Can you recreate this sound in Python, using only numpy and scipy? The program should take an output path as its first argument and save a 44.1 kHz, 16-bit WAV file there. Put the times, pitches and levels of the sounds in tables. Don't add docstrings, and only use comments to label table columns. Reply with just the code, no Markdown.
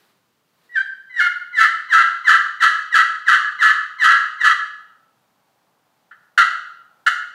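import sys
import numpy as np
from scipy import signal
from scipy.fft import rfft, irfft
from scipy.io import wavfile
from scipy.ndimage import uniform_filter1d, minimum_filter1d

SR = 44100
rng = np.random.default_rng(int(sys.argv[2]) if len(sys.argv) > 2 else 0)


def dump(signal):
    limited = np.clip(np.atleast_2d(signal).T, -1, 1)
    pcm = np.round(limited * 32767).astype(np.int16)
    wavfile.write(sys.argv[1], SR, pcm)


N = 323694
TOP_HZ = 15500


def undb(db):
    return 10 ** (np.asarray(db) / 20)


def unit(x):
    return x / np.sqrt(np.mean(x ** 2))


def on_log_axis(points, hz):
    at, value = np.transpose(points)
    return np.interp(np.log(np.maximum(hz, 1)), np.log(at), value)


def noise(points):
    hz = np.fft.rfftfreq(N, 1 / SR)
    white = rng.standard_normal(N)
    return unit(irfft(rfft(white) * undb(on_log_axis(points, hz)), N))


def wander(t, rate):
    values = rng.standard_normal(4096)
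    return np.interp(t * rate, np.arange(len(values)), values)


def add(track, at, sound):
    i = int(at * SR)
    track[i:i + len(sound)] += sound[:N - i]


# (frequency [Hz], relative level per Hz [dB])
HUSH_COLOUR = [(25, -26.5), (70, -18.5), (125, -2), (200, -1.5), (330, -5.5), (750, -7.5), (1100, -5.5),
               (2000, -12.5), (4400, -15.5), (5200, -18), (10000, -23), (14500, -21)]
HUSH_DB = -67


def outdoor_hush(t):
    return noise(HUSH_COLOUR) * undb(HUSH_DB + 0.46 * wander(t, 9))


# (frequency [Hz], relative level per Hz [dB])
FAR_COLOUR = [(200, -30.5), (520, -9.5), (820, -2), (980, -6), (1150, -8.5), (1700, -15.5), (4000, -37)]
FAR_DB, FAR_SWELL_S = -69, 6.3


def far_rush(t):
    return noise(FAR_COLOUR) * t / FAR_SWELL_S * undb(FAR_DB + wander(t, 4))


# (frequency [Hz], relative level per Hz [dB])
RUSTLE_COLOUR = [(60, -30), (250, -13), (400, -0.5), (600, -7), (1800, -5.5), (2400, -11), (4400, -10.5),
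                 (6000, -20), (15000, -21)]
# (middle [s], half length [s], level at the middle [dB])
RUSTLES = [(.01, 0.16, -61), (0.66, 0.11, -66.5)]


def handling_rustle(t):
    handling = sum(undb(db) * np.exp(-((t - middle) / half) ** 2) for middle, half, db in RUSTLES)
    return noise(RUSTLE_COLOUR) * handling * undb(1.5 * wander(t, 40))


# (frequency [Hz], time to fall by 60 dB [s])
REVERB_TIMES = [(300, 0.51), (1350, 0.7), (2000, 0.56), (3000, 0.65), (4200, 0.63), (8000, 0.52),
                (14000, 0.34)]


def garage(x, early_db=-5, early_s=0.0095, tail_db=-6, direct_db=-1.0):
    t = np.arange(SR) / SR
    hz, frames, cells = signal.stft(rng.standard_normal(SR), SR, nperseg=256)
    fading = np.exp(-np.log(1000) * frames / on_log_axis(REVERB_TIMES, hz)[:, None])
    tail = signal.istft(cells * fading, SR)[1][:SR]
    tail = tail * (1 - np.exp(-t / 0.0039))
    sparse = rng.standard_normal(SR) * (rng.random(SR) < .012)
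    early = sparse * np.exp(-t / early_s) * (t > .002)
    response = (undb(tail_db) * unit(tail) + undb(early_db) * unit(early)) / np.sqrt(SR)
    return undb(direct_db) * x + signal.fftconvolve(x, response)[:N]


# (frequency [Hz], level [dB])
BODY = [(60, -58), (200, -46.5), (470, -43.5), (640, -38), (860, -35), (1060, -19), (1280, -0.5),
        (1950, -4), (2230, -20.5), (2680, -17.5), (3200, -20), (4650, -25.5), (5200, -33.5), (7300, -34.5),
        (15000, -56)]
# (frequency [Hz], width [Hz], lift [dB])
PLATE_MODES = [(1361, 75, 2.5), (1640, 110, 3), (1770, 170, 1), (2464, 160, -8), (2898, 70, 6),
               (3010, 55, 8), (3208, 40, 8.5), (3416, 120, -8), (3950, 30, 3), (4036, 60, 6),
               (5100, 150, -7), (5755, 130, 8.5), (6490, 140, 6), (6870, 93, 7.5), (7720, 80, 6),
               (8570, 470, -6), (9360, 120, 7), (10120, 230, 5.5), (11610, 180, 11), (12900, 400, 4.5)]
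# (frequency [Hz], width [Hz], lift [dB])
HOLLOW = (2255, 90, -18)


def body(bite_db, tuning=1, size=4096):
    hz = np.fft.rfftfreq(size, 1 / SR)
    bite_weight = on_log_axis([(1900, 0.088), (3000, 0.89), (10000, 2.0)], hz)
    db = on_log_axis(BODY, hz / tuning) + bite_db * bite_weight
    hollow = (HOLLOW[0] * tuning, *HOLLOW[1:])
    for centre, width, lift_db in PLATE_MODES + [hollow]:
        db = db + lift_db / (1 + (2 * (hz - centre) / width) ** 2)
    cepstrum = irfft(np.log(undb(db)))
    cepstrum[1:size // 2] *= 2
    cepstrum[size // 2 + 1:] = 0
    return irfft(np.exp(rfft(cepstrum)))


# (start [s], length [s], level before the room [dB])
TOUCH = (6.110, 0.031, -42)


def light_touch(call, bite_db=-10):
    start, length, db = TOUCH
    t = np.arange(int(length * SR)) / SR
    push = (1 - np.exp(-t / .002)) * np.exp(-2 * t / length)
    scuff = rng.standard_normal(SR)[:len(t)] * push
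    sound = signal.fftconvolve(scuff, body(bite_db))
    add(call, start, sound * undb(db) * np.sqrt(len(t) / np.sum(sound ** 2)))


def slips(phase, hz, odd, roll_db, count=22):
    k = np.arange(1, count + 1)[:, None]
    roll = undb(roll_db * np.log2(np.maximum(k / 2, 1)))
    strength = np.where(k % 2, odd, 1) * roll
    in_band = k * hz < TOP_HZ
    return np.sum(np.cos(k * phase) * in_band * strength, axis=0)


WHISTLE_ODD, WHISTLE_ROLL_DB = 0.31, -8
WHISTLE_FUNDAMENTAL, WHISTLE_FADE_S = .35, .008
SMOOTH_ODD, RASP_ODD = .55, .98
STUMBLE, STUMBLE_RATE = .12, 70
SING_HZ, SING_SPREAD = 1655, .025
SCRAPE, SPURT_DB = 1.7, 4.5
EASE_S, EASE_DB = 0.028, -4.5
BEND, LIFT_S = .012, .0028


def stroke(snap, length, high_hz, low_hz, db, opening_db, rasp, bite_db, tuning=1, knock=0, sing=1):
    t = np.arange(int((length + .05) * SR)) / SR
    progress = np.clip(t / snap, 0, 1)
    drop = (.28 + .34 * rasp) * progress ** (1.8 - .6 * rasp)
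    drop = drop + (1 - drop[-1]) * progress ** 12
    hz = high_hz + (low_hz - high_hz) * drop
    rough = .07 + rasp * drop ** 1.24

    waver = (.012 + .022 * rough) * wander(t, 600)
    waver = waver + (.007 + .012 * rough) * wander(t, 90.2) + BEND * rough * wander(t, 30)
    stumble = STUMBLE * rasp ** 2 * drop ** 4 * np.clip(4 * wander(t, STUMBLE_RATE) - 2.2, 0, 1)
    phase = 2 * np.pi * np.cumsum(hz * (1 + waver - stumble)) / SR

    break_odd = SMOOTH_ODD + (RASP_ODD - SMOOTH_ODD) * rasp
    odd = WHISTLE_ODD + (break_odd - WHISTLE_ODD) * drop ** 2
    jitter = (0.043 + .13 * rough) * wander(t, 900)
    pulses = slips(phase + jitter, hz, odd, WHISTLE_ROLL_DB * (1 - progress))
    alternation = 0.26 * rough * np.cos(phase / 2 + 1.1 * wander(t, 120))
    pulses = pulses * (1 + alternation + .5 * rough * wander(t, 600))

    detune = 1 + SING_SPREAD * rng.standard_normal() + .016 * wander(t, 150)
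    plate_hz = SING_HZ * tuning ** .7 * detune
    plate = sing * rough * np.cos(2 * np.pi * np.cumsum(plate_hz) / SR)
    fundamental = (knock + WHISTLE_FUNDAMENTAL * (1 - drop) ** 2) * np.cos(phase)
    pulses = pulses * (1 + .7 * plate) + 0.68 * plate + fundamental

    scrape = SCRAPE * rough * rng.standard_normal(SR)[:len(t)] * undb(SPURT_DB * wander(t, 400))

    grip = np.minimum(progress / (.92 - .12 * rasp), 1) ** (2.8 - 2.3 * rasp)
    lift = np.exp(-np.maximum(t - length, 0) / LIFT_S)
    fade_in = np.minimum(t / min(WHISTLE_FADE_S, snap / 2), 1)
    unsteady_db = (1.63 + 1.6 * rasp) * wander(t, 130)
    pressure = undb(opening_db * (1 - grip) + unsteady_db) * lift * fade_in

    push = (pulses + scrape) * pressure
    fresh = np.exp(-np.maximum(t - snap, 0) / EASE_S)
    sharp = signal.fftconvolve(push * fresh, body(bite_db, tuning))
    dull = signal.fftconvolve(push * (1 - fresh), body(bite_db + EASE_DB, tuning))
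    sound = sharp + dull
    return sound * undb(db) * np.sqrt(np.sum(pressure ** 2) / np.sum(sound ** 2))


# (start [s], length to lift-off [s], slip-cycle rate after the break [Hz],
#          level at full pressure before the room [dB])
CLUCKS = [(6.375, 0.046, 698.3, -8.5), (7.062, 0.016, 712, -4.5)]
CLUCK_OPEN_HZ, CLUCK_BREAK_S, CLUCK_OPENING_DB = 851, 0.00398, -12.5
CLUCK_RASP, CLUCK_BITE_DB = 0.773, 0.5
CLUCK_KNOCK, CLUCK_SING = 0.47, 0.39


def clucks(call):
    for start, length, hz, db in CLUCKS:
        sound = stroke(CLUCK_BREAK_S, length, CLUCK_OPEN_HZ, hz, db, CLUCK_OPENING_DB,
                       CLUCK_RASP, CLUCK_BITE_DB, knock=CLUCK_KNOCK, sing=CLUCK_SING)
        add(call, start, sound)


# (start [s], break into the rasp [s], lift-off [s], force on the striker [0-1],
#         level at full pressure before the room [dB])
YELPS = [ (0.689, 0.766, .820, 0.09, -17), (1.092, 1.205, 1.270, .53, -13.5),
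         (1.524, 1.595, 1.666, .85, -10.5), (1.885, 1.938, 2.014, 0.91, -9.5),
         (2.238, 2.296, 2.356, .98, -9), (2.591, 2.626, 2.668, 0.98, -7.5),
         (2.905, 2.955, 3.018, 0.97, -8.5), (3.249, 3.29, 3.348, 0.95, -10),
         (3.582, 3.633, 3.711, 0.98, -10), (3.981, 4.043, 4.122, 0.98, -8), (4.384, 4.449, 4.521, 1, -10), ]
# (time [s], frequency ratio [1])
CHAMBER = [(1.1, 1.094), (1.53, 1.065), (1.89, 1.0)]
# (lightest touch [Hz], full force [Hz])
WHISTLE_HZ = (964.5, 1061)
# (lightest touch [Hz], full force [Hz])
RASP_HZ = (799.7, 646.5)
# (lightest touch [dB], full force [dB])
OPENING_DB = (-30, -17.5)
# (lightest touch [dB], full force [dB])
BITE_DB = (-7, 1)
RASP_POWER = 2.017


def yelps(call):
    for start, snap, end, force, db in YELPS:
        high_hz, low_hz, opening_db, bite_db = (
            light + (full - light) * force
            for light, full in (WHISTLE_HZ, RASP_HZ, OPENING_DB, BITE_DB))
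        rasp = np.clip(force, 0, 1) ** RASP_POWER
        tuning = np.interp(start, *np.transpose(CHAMBER))
        sound = stroke(snap - start, end - start, high_hz, low_hz, db, opening_db, rasp, bite_db, tuning)
        add(call, start, sound)


def scene():
    t = np.arange(N) / SR
    background = outdoor_hush(t) + far_rush(t) + handling_rustle(t)
    call = np.zeros(N)
    light_touch(call)
    clucks(call)
    yelps(call)
    return (background + garage(call))[None]


def record(dry, ceiling=0.88, size=265):
    gain = np.minimum(1, ceiling / (np.abs(dry) + 1e-9))
    gain = uniform_filter1d(minimum_filter1d(gain, size), size)
    top_cut = signal.ellip(8, .2, 70, TOP_HZ, fs=SR, output="sos")
    return signal.sosfilt(top_cut, dry * gain)


dry = scene()
out = record(dry)
dump(out)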